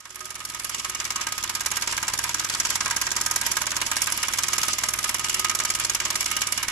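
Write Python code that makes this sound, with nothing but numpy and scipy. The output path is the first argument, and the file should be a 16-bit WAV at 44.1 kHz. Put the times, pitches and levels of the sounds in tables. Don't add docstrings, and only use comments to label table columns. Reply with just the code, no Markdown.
import sys
import numpy as np
from scipy import signal
from scipy.fft import rfft, irfft, next_fast_len
from scipy.io import wavfile
from scipy.ndimage import uniform_filter1d

SR = 44100
rng = np.random.default_rng(int(sys.argv[2]) if len(sys.argv) > 2 else 0)


def generate_wav(sig):
    pcm = np.round(np.clip(np.atleast_2d(sig).T, -1, 1) * 32767).astype(np.int16)
    wavfile.write(sys.argv[1], SR, pcm)


N = 295911
TIME = np.arange(N) / SR


def undb(db):
    return 10 ** (np.asarray(db) / 20)


def unit(x):
    return x / np.sqrt(np.mean(x ** 2))


def colour(x, table, share=1):
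    hz, db = np.transpose(table)
    size = next_fast_len(N)
    bin_hz = np.maximum(np.arange(size // 2 + 1) * SR / size, 1)
    gain = undb(share * np.interp(np.log(bin_hz), np.log(hz), db))
    return irfft(rfft(x, size) * gain, size)[..., :N]


def pair(alike):
    hz, share = np.transpose(alike)
    share = np.clip(share, 0, 0.99)
    mid, side = rng.standard_normal((2, N))
    mid = colour(mid, np.transpose([hz, 10 * np.log10((1 + share) / 2)]))
    side = colour(side, np.transpose([hz, 10 * np.log10((1 - share) / 2)]))
    return np.array([mid + side, mid - side])


def walk(rate):
    hold = int(SR / rate)
    steps = np.repeat(rng.standard_normal(N // hold + 1), hold)
    return 1.113 * uniform_filter1d(steps, hold)[:N]


def bursts(s, db, rise_ms, fall_ms, shut=1):
    out = np.zeros(N + SR)
    t_ms = np.arange(SR // 12) * 1000 / SR
    for at, gain, rise, fall in np.broadcast(s, undb(db), rise_ms, fall_ms):
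        start = max(int(at * SR), 0)
        swell = (1 - np.exp(-t_ms / rise)) ** 2
        out[start:start + len(t_ms)] += gain * swell * np.exp(-(t_ms / fall) ** shut)
    return out[:N]


def ring(x, hz, width_hz):
    return signal.lfilter(*signal.iirpeak(hz, hz / width_hz, SR), x)


FADE_S, FADE_LEAD_S, FADE_POWER = 2.45, 0.034, 0.57


def fade_db(s):
    return 20 * FADE_POWER * np.log10(np.clip((s + FADE_LEAD_S) / FADE_S, 1e-3, 1))


def turn_count(s):
    return np.interp(TIME, s, np.arange(len(s)))


# multiple of the turn rate, level in dB.
THROB = [(2, -13), (3, -2), (4, -17), (5, 1.5), (6, -7.5), (7, -3), (11, -18), (12, -6.5)]
# frequency in Hz, level in dB per Hz.
ROAR_COLOUR = [(18, -27), (28, -5), (42, 1), (110, -8), (220, -16), (330, 0.5), (425, -11), (835, -7.5),
               (1170, -30), (2000, -60)]


def rumble(s):
    angle = 2 * np.pi * turn_count(s)
    shake = 0
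    for k, db in THROB:
        phase = k * (angle + 0.56) + 2.3 if k % 2 else k * angle + 0.6
        shake = shake + undb(db + 0.48 * walk(3.98)) * np.cos(phase)
    roar = colour(pair([(40, 1.0), (400, 0.45)]), ROAR_COLOUR)
    return undb(-50 + fade_db(TIME)) * unit(shake) + undb(-51 + fade_db(TIME)) * unit(roar)


# frequency in Hz, level in dB per Hz.
LEAK_COLOUR = [(1500, -6.5), (2500, 6), (3300, 8), (3900, -2), (4500, 6), (5200, 9), (6600, 4), (7890, 7),
               (8660, -5.5), (11300, -1.5), (12500, -20), (16000, -42)]


def leak(leak_db):
    hiss = unit(colour(pair([(1000, 0.029)]), LEAK_COLOUR))
    low = colour(hiss, [(7500, 0), (9000, -40)])
    high = hiss - low
    flicker = undb(2.0 * walk(60)) * low + undb(3.1 * walk(30)) * high
    return undb(leak_db + 2.9 * walk(40)) * flicker


# frequency in Hz, pitch waver in Hz, level in dB on top of its part's ringing.
SINGING_TONES = [(367.7, 4.53, 1.5), (622, 4.95, -5.5), (1251, 8.01, 0)]
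# time in seconds, chassis level in dB, boiler level in dB.
RINGING_LEVELS = [(0.0, -79, -62), (0.22, -55, -47), (0.37, -66, -50), (1.0, -60, -54), (1.3, -64, -44),
                  (1.98, -59.5, -49.5), (2.69, -77, -60), (2.89, -63, -40), (3.17, -58, -68),
                  (3.23, -55, -41), (3.43, -77, -46), (3.47, -58, -54.5), (4.79, -58.5, -43.5),
                  (5.32, -59, -45), (5.39, -49, -38), (5.95, -62, -44.5), (6.01, -55, -47),
                  (6.12, -49, -55), (6.38, -63, -36.5), (6.44, -56, -42), (6.66, -67, -60), (6.7, -55, -54)]


def singing():
    at, chassis_db, boiler_db = np.transpose(RINGING_LEVELS)
    out = 0
    for (hz, waver_hz, db), part_db in zip(SINGING_TONES, (chassis_db, chassis_db, boiler_db)):
        phase = 2 * np.pi * np.cumsum(hz + waver_hz * walk(40)) / SR
        level_db = np.interp(TIME, at, part_db) + db + 2.5 * walk(35)
        out = out + undb(level_db) * np.sin(phase)
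    return out


# level side-on in dB, change at full swing in dB, change at the start in dB, slow wander in dB.
PART_LEVELS = [(5, -4, 9, -2), (-0.5, 0, 5, -1.5), (-3, 9, 3, 1), (0.5, -12, -6, 2.5)]
SWING_S, SWING_WIDTH_S = 2.92, 1.24
SET_OFF_S = 0.25


def facing():
    swing = np.exp(-((TIME - SWING_S) / SWING_WIDTH_S) ** 2)
    set_off = np.exp(-TIME / SET_OFF_S)
    return [db + swing_db * swing + start_db * set_off + wander_db * walk(3.09)
            for db, swing_db, start_db, wander_db in PART_LEVELS]


# frequency in Hz, level in dB per Hz.
PANEL_RESPONSE = [(150, -13.5), (300, -10.5), (450, -16), (800, -10.5), (950, -1), (1600, 1), (2300, 3),
                  (3000, -4), (4000, -1.5), (6000, -31)]
# frequency in Hz, width in Hz, level in dB within its part.
FRAME_MODES = [
    [(362, 2.9, -19), (616.4, 11, -12)],
    [(1102, 20, 0), (1248.4, 29.6, 5.5)],
    [(944.5, 20, -2.5), (1011, 46, -3.5), (1437, 38, -12), (1611, 59, 0), (1900, 40, -9)],
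    [(2167, 7.9, 2), (2280, 48, -1), (2280, 29, -21), (2878, 95, 3)],
]
BLOW_SCATTER_DB = 3


def frame(blows, parts_db):
    out = undb(-2.0) * colour(blows, PANEL_RESPONSE)
    for modes, part_db in zip(FRAME_MODES, parts_db):
        part = 0
        for hz, width_hz, db in modes:
            uneven = undb(db + BLOW_SCATTER_DB * walk(22))
            part = part + ring(uneven * blows, hz, width_hz)
        out = out + undb(part_db) * part
    return out / np.std(colour(rng.standard_normal(N), PANEL_RESPONSE))


def thumps(s):
    tick_s = np.transpose(VALVE_TICKS)[0]
    thump = bursts(tick_s - 0.0003, -33.5 + fade_db(tick_s), 1.5, 2.5, shut=2.1)
    thump = thump + bursts(s - 0.001, -32 + fade_db(s), 1.1, 2.13, shut=2.14)
    push_and_rough = 0.65 + pair([(300, 1.0)])
    return colour(thump * push_and_rough, [(80, -15), (200, 10), (400, 6.0), (800, -18)])


# frequency in Hz, share from 0 to 1.
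BLOW_LIKENESS = [(300, 0.72), (1000, 0.82), (1300, 0.9), (1600, 0.46), (2100, 0.18), (2800, 0.11)]


def works(s, knock_db, rattle_db):
    clack_s, _, clack_db = np.transpose(LOOSE_CLACKS)
    chatter = undb(2.85 * walk(700))
    knock = bursts(s - 0.0005, knock_db + 0.5, 0.98, 7.47)
    knock_tail = bursts(s, knock_db - 10.5, 6.2, 22.0)
    clack = bursts(clack_s, clack_db, 3.9, 3.5)
    rattle = undb(rattle_db + 3.0 * walk(300) + 2.46 * walk(25))
    blows = (chatter * (knock + knock_tail + clack) + rattle) * pair(BLOW_LIKENESS)
    return frame(blows, facing()) + thumps(s) + singing()


# frequency in Hz, level in dB per Hz.
CHUFF_COLOUR = [(500, -10.5), (1000, -10.5), (2500, -17), (3400, -6), (4000, -15.5), (5200, -1.5),
                (7800, -2), (8700, -10), (11400, -10), (16500, -31)]
# frequency in Hz, width in Hz, level in dB.
CHIMNEY_MODES = [(4390, 460, 6.5), (5270, 890, -6), (5960, 1100, -1), (6630, 120, 2), (7230, 1200, -3.5),
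                 (9350, 230, -0.5), (10180, 540, -1), (12290, 2200, 2.5)]
SNAPS_PER_S, SNAP_DB = 1200, 9
STIR_DB = 3.5


def jet(s, puffs, pan_db):
    drops = rng.random((2, N)) < SNAPS_PER_S / SR
    snaps = drops * undb(SNAP_DB) * rng.choice([-1, 1], N)
    sputter = undb(0.95 * walk(900) + np.array([pan_db, -pan_db]) / 2)
    gas = sputter * (pair([(1000, 0.0083)]) + snaps)
    stir_db = STIR_DB * rng.standard_normal((len(s), len(CHIMNEY_MODES))).T
    stir_db -= 10 * np.log10(np.mean(undb(2 * stir_db), axis=0))

    def pipe(x):
        out = undb(-2.5) * x
        for (hz, width_hz, db), stir in zip(CHIMNEY_MODES, stir_db):
            out = out + undb(db + np.interp(TIME, s, stir)) * ring(x, hz, width_hz)
        return colour(out, CHUFF_COLOUR)
    return pipe(puffs * gas) / np.std(pipe(gas[0]))


# start in seconds, level in dB.
VALVE_TICKS = [(0.0425, -49), (0.0928, -43), (0.1444, -39), (0.192, -37), (0.244, -37), (0.293, -40),
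               (0.3426, -34.5), (0.3912, -36.0), (0.4391, -41), (0.4877, -35), (0.536, -37), (0.587, -41.5),
               (0.634, -34), (0.6848, -51), (0.7334, -46), (0.782, -29), (0.834, -37), (0.8857, -35.5),
               (0.9363, -39), (0.9891, -42), (1.0418, -28), (1.0932, -42), (1.1456, -42), (1.199, -35),
               (1.2567, -45), (1.31, -48), (1.3663, -39), (1.4256, -27), (1.475, -29), (1.5392, -35),
               (1.5947, -30), (1.6485, -34.0), (1.703, -29), (1.7565, -24), (1.8104, -29), (1.861, -35.5),
               (1.9106, -23), (1.9655, -22), (2.0153, -31.0), (2.0688, -33), (2.1214, -36), (2.1748, -21.5),
               (2.2294, -34.0), (2.28, -30.5), (2.332, -32), (2.3828, -31), (2.436, -30), (2.4879, -27),
               (2.537, -23), (2.5875, -46), (2.638, -39), (2.6901, -29), (2.7427, -35), (2.7945, -40),
               (2.847, -29), (2.899, -23), (2.9444, -35), (3.0024, -33), (3.055, -30), (3.104, -24),
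               (3.153, -29), (3.2002, -30), (3.25, -32), (3.299, -32), (3.351, -46), (3.401, -36),
               (3.452, -36), (3.5032, -40), (3.5545, -27), (3.606, -29), (3.6559, -28), (3.7047, -21),
               (3.755, -26), (3.8033, -27), (3.8527, -35), (3.9025, -32), (3.9568, -28), (4.0053, -31),
               (4.0584, -25), (4.1133, -28), (4.164, -32), (4.2169, -31), (4.271, -28), (4.3244, -25),
               (4.3733, -24), (4.4234, -26), (4.4704, -34), (4.5222, -27), (4.5634, -31), (4.614, -21.5),
               (4.6635, -31), (4.721, -32), (4.772, -41), (4.8244, -32.5), (4.8761, -35), (4.9276, -40),
               (4.975, -32), (5.028, -25), (5.0795, -32), (5.1281, -45), (5.1828, -28), (5.2326, -34.0),
               (5.284, -22), (5.328, -27), (5.3823, -35.0), (5.4318, -56), (5.4829, -27), (5.5377, -45),
               (5.588, -20), (5.6354, -30), (5.69, -29), (5.737, -26), (5.787, -28), (5.8368, -27),
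               (5.882, -47), (5.9345, -28), (5.9876, -44), (6.0415, -43), (6.0944, -40), (6.1437, -28),
               (6.1956, -40), (6.2425, -27), (6.302, -30), (6.353, -32), (6.4068, -25), (6.4573, -43),
               (6.51, -51), (6.5646, -42), (6.6167, -40), (6.6702, -43)]
# start in seconds, level in the jet in dB, level in the frame in dB.
LOOSE_CLACKS = [(1.12, -24, -30), (1.2264, -26, -34), (1.286, -25, -28), (1.6144, -23, -32),
                (2.0974, -24, -31), (2.6684, -22, -27), (2.878, -19.5, -23), (3.379, -26, -32),
                (4.0415, -18.5, -25), (4.1008, -19.5, -28), (4.5573, -21.5, -33), (4.5914, -23, -27),
                (4.6514, -23, -28), (5.512, -24, -32), (6.226, -21, -27), (6.5944, -26, -29)]
# frequency in Hz, level in dB.
TICK_COLOUR = [(2500, 4), (3600, 9.5), (5000, -1.5), (9000, -1), (12000, -3.5)]


def steam(s, chuff_db, stretch, back_db, pan_db):
    tick_s, tick_db = np.transpose(VALVE_TICKS)
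    clack_s, clack_db, _ = np.transpose(LOOSE_CLACKS)
    blast = bursts(s - 0.0015, chuff_db + 3.0, 2.4752 * stretch, 4.75748 * stretch, shut=1.47)
    tail = bursts(s, chuff_db - 23.5, 4.9, 19.3)
    back_s = s + (0.4 + 0.086 * rng.standard_normal(len(s))) * np.gradient(s)
    back = bursts(back_s, back_db, 1.6, 7.1, shut=1.07)
    clack = bursts(clack_s, clack_db + 0.1, 0.91, 2.3)
    valve = bursts(tick_s, tick_db + 4.5, 1.2, 4.66, shut=1.4)
    puffs = np.array([blast + tail + back + clack, valve])[:, None]
    strokes, ticks = jet(s, puffs, pan_db)
    return strokes + colour(ticks, TICK_COLOUR)


def brighten(x, s, treble_db):
    low = colour(x, [(8000, 0), (9500, -40)])
    return low + undb(np.interp(TIME, s + 0.003, treble_db)) * (x - low)


# start in seconds, chuff level in dB, knock level in dB, chuff treble level in dB.
CRANK_TURNS = [(0.0034, -34, -47, -44.5), (0.0535, -30.5, -39.5, -42), (0.104, -28.5, -46, -41),
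               (0.156, -27, -40.5, -37), (0.2055, -25, -36.5, -38), (0.2543, -25, -40, -33.5),
               (0.3037, -22, -35.5, -33.5), (0.3532, -22.5, -35, -34.5), (0.4026, -26, -35, -37),
               (0.45, -19.5, -40, -31), (0.4987, -21.5, -35, -33), (0.546, -22, -34, -32.5),
               (0.596, -20, -34.5, -30), (0.645, -18.5, -35, -26.5), (0.6946, -19, -33.5, -30),
               (0.7452, -17.5, -32.5, -33), (0.796, -19, -34, -36), (0.8458, -17, -26, -32.5),
               (0.896, -17, -33, -29.5), (0.948, -16.5, -30.5, -33), (1.0001, -16, -29, -35),
               (1.051, -17.5, -31, -33.5), (1.104, -15.5, -28, -29.5), (1.158, -14, -30, -28.5),
               (1.211, -15, -31.5, -34), (1.268, -16.5, -27, -30), (1.3215, -16.5, -33, -28),
               (1.379, -16, -29, -28.5), (1.4375, -15.5, -26, -27.5), (1.494, -13, -27, -31.5),
               (1.5505, -14.5, -28.5, -28), (1.6057, -14, -29, -28.5), (1.6595, -11.5, -25.5, -26),
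               (1.714, -14.5, -26, -26), (1.768, -12.5, -25, -27.5), (1.821, -14, -25, -27),
               (1.8737, -14.5, -27, -29.5), (1.9245, -16, -25, -29.5), (1.9764, -15.5, -26.5, -29),
               (2.0278, -14.5, -26.5, -27), (2.08, -12, -25.5, -28.5), (2.135, -12.5, -25.5, -25),
               (2.1881, -13, -28, -25.5), (2.239, -14, -27, -27), (2.2923, -15.5, -28, -31),
               (2.3432, -13, -28, -27), (2.395, -13, -28.5, -28), (2.445, -12.5, -27.5, -28.5),
               (2.4975, -14, -26, -29), (2.5476, -14.5, -26.5, -29), (2.5989, -10, -25.5, -26),
               (2.65, -11.5, -27, -27), (2.7016, -12.5, -23, -25), (2.7544, -12, -26, -25),
               (2.806, -13, -24.5, -31), (2.858, -15, -23.5, -28), (2.9085, -12, -22.5, -28),
               (2.963, -11.5, -25.5, -25), (3.014, -12, -29, -22.5), (3.067, -13.5, -25, -31),
               (3.115, -12.5, -26.5, -30.5), (3.164, -12, -29, -26), (3.211, -11.5, -30, -26),
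               (3.261, -12, -25.5, -23), (3.311, -12, -31, -23), (3.36, -11.5, -28, -23),
               (3.4124, -13, -26.5, -24), (3.4636, -12, -26, -22.5), (3.5147, -11.5, -29, -24.5),
               (3.5675, -12.5, -23, -25.5), (3.616, -13, -26, -26), (3.667, -13.5, -26, -28.5),
               (3.716, -15, -27, -31), (3.765, -12, -28, -28), (3.814, -12, -23, -26.5),
               (3.8634, -13.5, -29, -28), (3.9144, -14, -23, -23.5), (3.9655, -13, -28, -25),
               (4.0182, -12.5, -28.5, -21.5), (4.0699, -14, -23, -26.5), (4.122, -13, -29, -23.5),
               (4.1747, -16, -27.5, -27), (4.2288, -12, -25.5, -22), (4.283, -14.5, -26, -26.5),
               (4.3345, -11.5, -25, -26.5), (4.3848, -11, -23.5, -23), (4.434, -12, -24.5, -26),
               (4.4826, -13, -26, -26.5), (4.532, -11, -22, -27), (4.5807, -11.5, -23.5, -23),
               (4.631, -11.5, -23.5, -26), (4.6818, -14, -21.5, -23), (4.732, -13, -32, -27),
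               (4.784, -11.5, -28, -26), (4.8353, -12.5, -22, -26), (4.8858, -12, -27.5, -23.5),
               (4.936, -15, -24.5, -21.5), (4.9871, -14.5, -27, -25), (5.041, -12.5, -25, -22),
               (5.092, -14, -27.5, -23.5), (5.1434, -13.5, -26, -22), (5.1946, -14, -28.5, -27.5),
               (5.243, -12.5, -28, -30), (5.295, -12, -28, -27.5), (5.3427, -11.5, -26, -24),
               (5.394, -11.5, -27.5, -21), (5.445, -12, -22, -25), (5.4961, -12.5, -24.5, -25),
               (5.5491, -12, -27.5, -23.5), (5.6002, -13, -25, -26.5), (5.65, -12, -24.5, -26),
               (5.7008, -11, -26, -26), (5.7494, -11.5, -30, -24.5), (5.797, -13.5, -24.5, -26),
               (5.8465, -10.5, -28, -23.5), (5.896, -12, -26, -24), (5.947, -11.5, -26.5, -22.5),
               (6.001, -13.5, -23.5, -31.5), (6.0516, -12, -24.5, -29), (6.103, -12.5, -28, -25),
               (6.1544, -10.5, -27, -25.5), (6.2062, -13.5, -29, -25.5), (6.2584, -14, -24.5, -24),
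               (6.313, -15.5, -24.5, -24), (6.3658, -12.5, -26, -25.5), (6.417, -13.5, -24, -26),
               (6.469, -13, -34, -26.5), (6.5218, -11.5, -28.5, -24), (6.576, -13, -26.5, -29),
               (6.6283, -12, -25.5, -26), (6.682, -14.5, -27, -26.5)]
FULL_CHUFF_DB, LENGTH_PER_DB = -15.5, -0.06
USUAL_TREBLE_DB = -15
LEAK_DIP_DB, LEAK_DIP_TURN = 1.5, 0.69


def scene():
    s, chuff_db, knock_db, treble_db = np.transpose(CRANK_TURNS)
    fade = fade_db(TIME)
    stretch = np.exp(LENGTH_PER_DB * (FULL_CHUFF_DB + fade_db(s) - chuff_db))
    back_db = -31 + fade_db(s) + np.clip(rng.standard_normal(len(s)), -3, 1.2)
    puffs = steam(s, chuff_db, stretch, back_db, 0.96 * walk(4.4))
    puffs = brighten(puffs, s, treble_db - chuff_db - USUAL_TREBLE_DB)
    pressure_db = -LEAK_DIP_DB * np.cos(2 * np.pi * (turn_count(s) - LEAK_DIP_TURN))
    hiss = leak(-37.5 + fade + pressure_db + 1.5 * walk(5.9))
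    metal = works(s, knock_db, -41 + fade + 0.27 * pressure_db)
    return rumble(s) + hiss + metal + puffs


# time in seconds, left minus right in dB.
LORRY_DRIFT = [(0, -2.5), (1, -1.1), (2, -0.7), (3, -0.5), (4, -1), (5, -0.4), (6, -0.2), (6.7, -0.5)]
# frequency in Hz, left minus right in dB.
PORT_TONE = [(60, 0), (200, 0.5), (700, -4), (2400, -4), (4400, 2.5), (8100, -5), (11000, -10),
             (15000, -2.5)]
# frequency in Hz, level in dB.
TREBLE_COLOUR = [(40, 0), (11800, 0), (13700, -11), (14800, 3), (15200, 1), (15900, -22), (16500, -28)]
TOP_HZ = 16500


def record(dry):
    drift_db = np.interp(TIME, *np.transpose(LORRY_DRIFT))
    left, right = dry * undb(np.array([drift_db, -drift_db]) / 2)
    ports = np.array([colour(left, PORT_TONE, share=0.5), colour(right, PORT_TONE, share=-0.5)])
    top_cut = signal.ellip(8, 0.2, 70, TOP_HZ, fs=SR, output="sos")
    return signal.sosfilt(top_cut, colour(ports, TREBLE_COLOUR))


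dry = scene()
out = record(dry)
generate_wav(out)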